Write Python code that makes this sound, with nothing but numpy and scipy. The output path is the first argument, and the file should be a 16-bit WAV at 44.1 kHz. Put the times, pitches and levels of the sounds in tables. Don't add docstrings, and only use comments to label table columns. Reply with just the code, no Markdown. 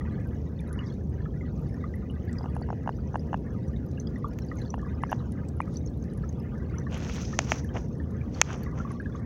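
import sys
import numpy as np
from scipy import signal
from scipy.fft import rfft, irfft
from scipy.io import wavfile
from scipy.ndimage import uniform_filter1d

SR = 44100
rng = np.random.default_rng(int(sys.argv[2]) if len(sys.argv) > 2 else 0)


def waveform_to_disk(signal):
    frames = np.transpose(np.atleast_2d(signal))
    scaled = np.clip(frames, -1, 1) * 32767
    samples = np.round(scaled).astype(np.int16)
    wavfile.write(sys.argv[1], SR, samples)


N = 407925
TIME = np.arange(N) / SR


def undb(db):
    return 10 ** (np.asarray(db) / 20)


def level(x, db):
    return x * undb(db) / np.sqrt(np.mean(x ** 2))


def octaves():
    return np.log2(np.maximum(np.fft.rfftfreq(N, 1 / SR), 1))


def colour(x, points):
    hz, db = np.transpose(points)
    octave, knots = octaves(), np.log2(hz)
    outside = np.abs(octave - np.clip(octave, knots[0], knots[-1]))
    gain_db = np.interp(octave, knots, db) - 20 * outside
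    return level(irfft(rfft(x) * undb(gain_db), N), 0)


def walk(rate):
    hold = int(SR / rate)
    steps = np.repeat(rng.standard_normal(N // hold + 1), hold)
    return level(uniform_filter1d(steps, hold)[:N], 0)


def add(out, s, sound):
    i = max(int(s * SR), 0)
    out[i:i + len(sound)] += sound[:max(N - i, 0)]


# frequency_hz, relative_level_db
RUMBLE = [(15, -66), (25, -30), (32, -24.5), (40, -20), (52, -4), (64, 0.5), (81, -6), (102, -2.5),
          (145, -2), (188, -6), (220, -5.5), (326, -15), (503, -19), (634, -32), (800, -38.5),
          (1040, -59.5), (1760, -120)]
RUMBLE_DB = -32.5


def rumble():
    roar = colour(rng.standard_normal(N), RUMBLE) * undb(RUMBLE_DB + 0.4 * walk(2.7))
    drone_hz, width_hz = 77.5, 8
    phase = 2 * np.pi * drone_hz * TIME
    drone = walk(width_hz) * np.cos(phase) + walk(width_hz) * np.sin(phase)
    return roar + level(drone, -39.5)


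def bubble(hz, t60, glide, onset_cycles):
    t = np.arange(int(t60 * SR) + 16) / SR
    cycles = hz * (t + glide * t ** 2 / (2 * t60))
    swell = (1 - np.exp(-(cycles / onset_cycles) ** 2)) * np.exp(-np.log(1000) * t / t60)
    return swell / swell.max() * np.sin(2 * np.pi * cycles)


RING_SPREAD_OCT = 1.0


def swarm(rate, low_hz, high_hz, cycles, onset_cycles, spread_db, bunch_db):
    odds = np.cumsum(undb(bunch_db * walk(14)))
    out, usual_size = np.zeros(N), walk(12)
    for when, size, loud, ring, rise in rng.random((int(rate * N / SR), 5)):
        db = -spread_db * np.log(.03 + loud)
        i = np.searchsorted(odds, when * odds[-1])
        hz = low_hz * (high_hz / low_hz) ** ((usual_size[i] / 2 + .7 * size) % 1)
        t60 = cycles * 2 ** (RING_SPREAD_OCT * (2 * ring - 1)) / hz
        add(out, i / SR, undb(db) * bubble(hz, t60, .1 * (rise - .4), onset_cycles))
    return out


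# time_s, relative_level_db of the large bubbles
CHURN = [(0.15, -56), (0.5, -65), (0.8, -55.5), (1.05, -65.5), (1.3, -57.5), (1.8, -62.5), (2.4, -58),
         (3.1, -61.5), (3.5, -59), (3.85, -67.5), (4.4, -60), (5.2, -58), (6.0, -64.5), (6.7, -57),
         (8.1, -63), (8.8, -56.5), (9.2, -58)]
# frequency_hz, relative_level_db
GURGLE = [(600, -10), (880, -7.5), (1180, -0.5), (1360, -5.5), (1470, -3.5), (1600, -3.5), (1740, -3.5),
          (2000, -2.5), (2300, -10.5), (3000, -12.5), (3800, -18)]


def gurgle():
    bubbles = swarm(900, low_hz=748.0, high_hz=3392, cycles=44, onset_cycles=4.9, spread_db=5.5, bunch_db=4.5)
    churn_s, churn_db = np.transpose(CHURN)
    return colour(bubbles, GURGLE) * undb(np.interp(TIME, churn_s, churn_db) + 0.5)


# middle_s, half_length_s, rise_db
SPILLS = [(0.886, 0.09, 8.5), (1.697, 0.14, 5), (4.56, 0.28, 8), (5.204, 0.1, 5.5), (5.742, 0.037, 19),
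          (9.17, 0.045, 12.5)]


def spill_rise_db():
    return sum(db * np.exp(-((TIME - s) / half_length) ** 2) for s, half_length, db in SPILLS)


# frequency_hz, relative_level_db
FIZZ = [(2500, -22.5), (3500, 0), (4800, 1.5), (6200, 5), (7000, -5), (8000, -16.5)]
FIZZ_DB = -76.5


def fizz(spill_db):
    bubbles = swarm(350, low_hz=2763, high_hz=7470, cycles=50, onset_cycles=10, spread_db=8.0, bunch_db=4.5)
    return colour(bubbles, FIZZ) * undb(FIZZ_DB + spill_db)


# frequency_hz, relative_level_db
SPARKLE = [(6200, 3), (8000, -11), (9800, -8), (11200, 0.5), (13000, -24.5), (15000, -8)]


def sparkle():
    bursts = swarm(120, 8000, 14000, cycles=50, onset_cycles=9, spread_db=9.5, bunch_db=4)
    return colour(bursts, SPARKLE) * undb(-83)


# frequency_hz, relative_level_db
WASH = [(400, -9), (540, 5), (700, 4), (1000, -5), (1400, -13), (2000, -19.5), (2500, -22.5), (4200, -29.5),
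        (6200, -26.5), (8000, -39.5), (11000, -36), (13800, -38.5), (15200, -27)]
FAR_FIZZ_DB = -79.5


def wash(spill_db):
    riffles = colour(rng.standard_normal(N), WASH) * undb(-58.2 + 1.2 * walk(11))
    far_db = FAR_FIZZ_DB + .7 * spill_db + 2.0 * walk(23)
    return riffles + colour(rng.standard_normal(N), FIZZ) * undb(far_db)


RING_S, RING_SLOPE = 0.046, 1


def ring_time(hz):
    return RING_S * (hz / 1000) ** -RING_SLOPE


SPLIT_RATIO, SPLIT_S, SPLIT_DB = .45, 0.028, -16.5


def plop(hz, db, count=3):
    out = np.zeros(SR // 2)
    add(out, 0, undb(db) * bubble(hz, ring_time(hz), glide=0.054, onset_cycles=2.6 * hz / 1000))
    for late, size, loud in rng.random((count, 3)):
        lesser_hz = hz * (1 + SPLIT_RATIO * (size - .5))
        gain = undb(db + SPLIT_DB) * (.5 + loud) * (1 - .5 * late) * np.sqrt(1000 / hz)
        lesser = bubble(lesser_hz, .5 * ring_time(lesser_hz), glide=.1, onset_cycles=5)
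        add(out, SPLIT_S * late, gain * lesser)
    return out


# start_s, pitch_hz, level_db (peak of the main bubble, before echoes)
PLOPS = [(0.009, 1900, -41), (0.59, 3560, -48), (0.598, 2340, -49), (0.707, 1480, -43),
         (0.789, 2840, -36.5), (1.203, 1730, -44.5), (1.254, 1700, -44), (1.258, 1273, -40.5),
         (1.409, 2060, -41.5), (1.742, 1760, -44.5), (1.838, 1965, -42), (1.839, 1195, -33),
         (1.938, 1930, -39.5), (2.098, 2880, -45), (2.292, 1910, -40.5), (2.384, 4830, -39),
         (2.429, 4940, -51.5), (2.623, 4470, -46.5), (3.194, 4920, -48.5), (3.762, 3680, -49.5),
         (3.974, 2740, -45.5), (3.979, 1620, -46.5), (3.999, 6040, -35.5), (4.07, 3290, -46.5),
         (4.071, 4800, -42), (4.158, 1904, -40), (4.243, 1160, -24.5), (4.42, 5400, -47),
         (4.448, 6140, -52), (4.485, 4600, -49.5), (4.514, 1220, -35), (4.514, 1897, -35.5),
         (4.57, 6300, -48), (4.586, 6100, -47), (4.616, 3960, -45), (4.659, 4400, -50), (4.677, 4260, -52),
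         (4.703, 5810, -34.5), (4.792, 1730, -43.5), (4.828, 1140, -38.5), (4.863, 1150, -38.5),
         (5.092, 1660, -39), (5.1, 5600, -44.5), (5.202, 1210, -42), (5.615, 2350, -40), (5.676, 1220, -41),
         (5.769, 5890, -34), (5.861, 6300, -41.5), (5.873, 5450, -45), (6.024, 6200, -49.5),
         (6.234, 1690, -44.5), (6.237, 1290, -39.5), (6.291, 6300, -41), (6.4, 5080, -54),
         (6.739, 1376, -42.5), (6.783, 5920, -36.5), (6.866, 1130, -41), (6.866, 1760, -38.5),
         (7.251, 5070, -39.5), (7.328, 1230, -36), (7.335, 1780, -36.5), (7.645, 1720, -41),
         (7.689, 3080, -49), (7.999, 1774, -40.5), (8.212, 2330, -43.5), (8.346, 4400, -43),
         (8.634, 4450, -48), (8.661, 1940, -41), (8.665, 1130, -40), (8.799, 1350, -33.5),
         (8.849, 1125, -33), (8.872, 1180, -38), (8.906, 1120, -37.5), (8.999, 1606, -33),
         (9.057, 1650, -36), (9.149, 1155, -35)]


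def plops():
    out = np.zeros(N)
    for s, hz, db in PLOPS:
        add(out, s, plop(hz, db))
    return out


# start_s, relative_level_db, pitch_hz
SPRAY = [(0.606, -56.5, 10200), (0.729, -46.5, 10100), (2.329, -52, 7740), (2.551, -59, 10200),
         (2.565, -59, 10700), (3.863, -61, 12000), (4.284, -58.5, 11600), (4.388, -53, 14700),
         (4.556, -60, 10900), (4.617, -63, 10900), (5.029, -58, 9800), (5.114, -49.5, 11400),
         (5.32, -52, 9600), (5.486, -51, 7840), (5.614, -57, 9800), (5.74, -60, 9600), (6.135, -58, 9600),
         (6.175, -54, 10600), (6.977, -55, 11200), (7.645, -52, 11000), (8.634, -49, 12600),
         (8.918, -52.5, 9950)]


def spray_ticks():
    out, t = np.zeros(N), np.arange(SR // 50) / SR
    for s, db, hz in SPRAY:
        add(out, s, undb(db - 23) * rng.standard_normal(len(t)) * np.exp(-t / 0.0014))
        add(out, s, undb(db) * bubble(hz, t60=0.0055, glide=0.013, onset_cycles=2.2))
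    return out * undb(9.0)


SPATTER_PER_S, SPATTER_DB = 22, -84
SPATTER_S = 0.0021
BUBBLE_SPATTER_DB, DROP_SPATTER_DB = -30, -15


def spatter():
    bursts = (rng.random(N) < SPATTER_PER_S / SR) * undb(SPATTER_DB + 18 * rng.random(N) ** 4)
    for s, hz, db in PLOPS:
        bursts[int(s * SR)] += undb(db + BUBBLE_SPATTER_DB) * (hz / 6000) ** 2
    for s, db, hz in SPRAY:
        bursts[int(s * SR)] += undb(db + DROP_SPATTER_DB)
    t = np.arange(SR // 20) / SR
    fall = signal.fftconvolve(bursts, t / SPATTER_S * np.exp(1 - t / SPATTER_S))[:N]
    grit = rng.standard_normal(N) * undb(4 * walk(900))
    return fall * (colour(grit, SPARKLE) + undb(1.5) * colour(grit, FIZZ))


def among_stones(x, echo_db, t60):
    t = np.arange(SR // 8) / SR
    echoes = rng.standard_normal(len(t)) * np.exp(-np.log(1000) * t / t60) * (t > .002)
    dull = signal.butter(1, 6500, fs=SR)
    response = signal.lfilter(*dull, echoes / np.linalg.norm(echoes))
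    return x + undb(echo_db) * signal.fftconvolve(x, response)[:N]


def stream():
    spill_db = spill_rise_db()
    pools = among_stones(gurgle() + fizz(spill_db), echo_db=-4.0, t60=0.06)
    near = among_stones(plops() + spray_ticks(), echo_db=-10.5, t60=0.081)
    return wash(spill_db) + spatter() + sparkle() + pools + near


def click(points):
    half = SR * 3 // 1000
    pulse = colour(signal.unit_impulse(N, N // 2), points)[N // 2 - half:N // 2 + half]
    return pulse * np.hanning(len(pulse)) / np.abs(pulse).max()


CATCHES_PER_S, CATCH_DB = 27, 23


def slips():
    catches = (rng.random(N) < CATCHES_PER_S / SR) * undb(CATCH_DB)
    return rng.standard_normal(N) * (undb(2.8 * walk(1100) + walk(90)) + catches)


# start_s, relative_level_db, thud_pitch_hz, case_overtone_db
KNOCKS = [(2.409, -30.5, 806, -6), (2.4414, -29, 836, 2), (2.458, -28, 806, 12), (2.565, -24.5, 800, 4),
          (2.616, -30, 740, -6), (2.688, -29.5, 890, -8), (2.703, -21, 825, -10), (2.7279, -25.5, 710, 6),
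          (2.86, -32, 830, -6), (2.875, -17.5, 830, 1), (2.8915, -18, 870, -1), (3.1431, -23, 850, -5),
          (3.1562, -16, 845, -0.5), (3.3299, -19, 830, 4), (3.3424, -16, 853, 1.5), (4.7405, -21, 900, 5.5),
          (4.7793, -32, 750, 2), (5.0356, -15.5, 1010, -2), (5.1181, -20, 830, 8), (5.1275, -13.5, 834, 3),
          (5.6031, -15, 1016, -8)]
# frequency_hz, relative_level_db
PORT = [(2800, -21.5), (3500, -7.5), (3850, -13.5), (4500, -10), (5200, -14.5), (5800, -1.5), (6600, 0.5),
        (7400, -15), (8200, -26.5)]
# frequency_hz, relative_level_db
RUB_LOW = [(400, 10.5), (800, 8), (1400, 3.5), (2000, -0.5), (2900, -7), (3500, -9.5), (4100, -32),
           (6000, -29)]
CASE_HZ, PORT_TICK_DB = 2810, -31
HARDNESS_DB, FIRM_DB, HARDENING = -12, -10, 0.34


def knocks():
    out, t, port = np.zeros(N), np.arange(SR // 40) / SR, click(PORT)
    grit, rattle_db, rattle_s = colour(slips(), RUB_LOW), -29, .005
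    for s, db, thud_hz, case_db in KNOCKS:
        hardness_db = HARDNESS_DB + HARDENING * (db - FIRM_DB)
        modes = [(thud_hz, 0, .00046), (1.925 * thud_hz, 0, .00056), (CASE_HZ, case_db, .00058)]
        for k, (hz, mode_db, tau) in enumerate(modes):
            crest = 3 * tau
            swell = (t / crest * np.exp(1 - t / crest)) ** 3
            gain = undb(db + mode_db + hardness_db * np.log2(hz / thud_hz))
            sign = -(-1) ** k
            add(out, s - .0001, sign * gain * swell * np.cos(2 * np.pi * hz * (t - crest)))
        add(out, s - len(port) / 2 / SR, undb(db + PORT_TICK_DB + .5 * case_db) * port)
        rattle = grit[int(s * SR):][:len(t)] * np.exp(-t / rattle_s) * (1 - np.exp(-t * thud_hz)) ** 2
        add(out, s, undb(db + rattle_db) * rattle)
    return out * undb(-0.8)


# start_s, body_relative_level_db, port_relative_level_db, thud_level_db
SNAPS = [(4.3887, -33.5, -37, -70), (6.9444, -44, -32, -55), (7.0975, -25.5, -48, -56),
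         (7.1724, -39, -41, -50), (7.3907, -10, -8.5, -15.5), (7.5197, -9, -18.5, -14),
         (7.7671, -27.5, -51, -44), (7.7717, -29, -51, -44), (8.416, 4.5, 5, -31), (8.5124, -46, -39, -55),
         (8.5315, -46, -29.5, -46)]
# frequency_hz, relative_level_db
CRACK = [(200, -6.5), (650, 11), (1300, 11.5), (2300, 15), (3100, 4.5), (3600, -8.5), (4200, -32)]
# pitch_hz, level_db relative to thud or body, t60_s
SHELL = [(642, 1.5, 0.013), (2500, -19, 0.019)]


def snaps():
    out, body, port = np.zeros(N), click(CRACK), click(PORT)
    lead_s, rebound_s, rebound_db = .0005, .0022, -12
    t = np.arange(SR // 40) / SR
    thud, ring = [undb(db - 60 * t / t60) * np.sin(2 * np.pi * hz * t) for hz, db, t60 in SHELL]
    for s, body_db, port_db, thud_db in SNAPS:
        add(out, s, undb(body_db) * ring + undb(thud_db) * thud)
        start = s - len(body) / 2 / SR
        for delay, db in [(0, 0), (rebound_s, rebound_db)]:
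            add(out, start + delay, -undb(body_db + db + 2.0) * body)
            add(out, start + delay - lead_s, undb(port_db + db + 0.5) * port)
    return out


def stroke(s, length, attack_s, release_s):
    attack = np.clip((TIME - s) / attack_s + 1, 0, 1)
    return attack ** 2 * np.exp(-np.clip((TIME - s - length) / release_s, 0, 20))


def shifting(x):
    octave, spectrum = octaves(), rfft(x)
    centres = np.arange(9.5, 13.1, .7)
    bands = (irfft(spectrum * np.interp(octave, centres, row), N) for row in np.eye(len(centres)))
    return sum(band * undb(2.5 * walk(55)) for band in bands)


# start_s, length_s, attack_s, rub_level_db, port_hiss_level_db, scuff_level_db
STROKES = [(5.111, .012, 0.025, -44.5, -60, -68), (6.937, 0.037, 0.061, -42.5, -61, -53.5),
           (7.0, .04, 0.044, -48.5, -66, -55.5), (7.054, 0.15, 0.07, -48.5, -56, -50.5),
           (7.13, 0.034, 0.065, -61, -59, -49), (7.22, 0.036, 0.055, -52, -50.5, -51.5),
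           (7.286, 0.064, .04, -55, -55.5, -57.5), (7.397, 0.054, 0.045, -51, -52.5, -53.5),
           (7.498, 0.028, 0.068, -39.5, -45.5, -49), (7.546, 0.043, 0.038, -45.5, -54, -54.5),
           (7.755, 0.009, 0.033, -36, -55, -70), (7.786, 0.024, .03, -59, -59.5, -64),
           (8.366, 0.11, 0.093, -51, -63, -58), (8.492, 0.05, 0.078, -39, -54.5, -62),
           (8.58, 0.062, .05, -52.5, -65, -74), (8.774, 0.032, 0.047, -47, -60.5, -71.5),
           (8.901, 0.014, 0.027, -50, -65.5, -69)]
# frequency_hz, relative_level_db
RUB_HIGH = [(4800, -6.5), (5500, 0.5), (5900, 6.5), (6450, 2.5), (7200, -13), (8200, -28), (13500, -34.5),
            (15200, -21)]
# frequency_hz, relative_level_db
SCUFF = [(2500, 6), (4000, 0.5), (6500, 3.5), (7500, -9.5), (8500, -22.5), (13500, -29), (15200, -18.5)]
RUB_RELEASE_S, HISS_RELEASE_S = 0.017, 0.04


def slides():
    out = 0
    layers = [(RUB_LOW, RUB_RELEASE_S), (RUB_HIGH, HISS_RELEASE_S), (SCUFF, RUB_RELEASE_S)]
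    for k, (points, release_s) in enumerate(layers):
        power = sum((undb(db[k]) * stroke(s, length, attack_s, release_s)) ** 2
                    for s, length, attack_s, *db in STROKES)
        out = out + colour(shifting(slips()), points) * np.sqrt(power)
    return out


# start_s, length_s, level_db (typical peak of a slip)
CREAKS = [(6.921, 0.054, -41.5), (7.75, .024, -48), (8.495, 0.054, -45)]
CREAK_PER_S, CREAK_S = 300, 0.00095


def creaks():
    out, t = np.zeros(N), np.arange(SR // 100) / SR
    swell = t / CREAK_S * np.exp(1 - 2 * t / CREAK_S)
    for s, length, db in CREAKS:
        draws = rng.random((40, 3))[:int(length * CREAK_PER_S)]
        for k, (late, size, pitch) in enumerate(draws):
            ring = swell * np.sin(2 * np.pi * CASE_HZ * (.88 + .24 * pitch) * t)
            add(out, s + (k + .5 * late) / CREAK_PER_S, 2 * undb(db) * (.5 + size) * ring)
    return out


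def scene():
    return (rumble() + stream() + knocks() + snaps() + slides() + creaks())[None]


LOW_CUT_HZ, TOP_HZ = 12, 15800


def record(dry):
    ceiling, release_s = undb(-1.8), 0.048
    over = np.maximum(np.abs(dry[0]) / ceiling, 1)
    fade = TIME / release_s
    reduction = np.exp(np.maximum.accumulate(np.log(np.log(over) + 1e-12) + fade) - fade)
    low_cut = signal.butter(2, LOW_CUT_HZ, "highpass", fs=SR, output="sos")
    limited = signal.sosfilt(low_cut, dry * np.exp(-reduction))
    return signal.sosfilt(signal.ellip(8, .2, 70, TOP_HZ, fs=SR, output="sos"), limited)


dry = scene()
out = record(dry)
waveform_to_disk(out)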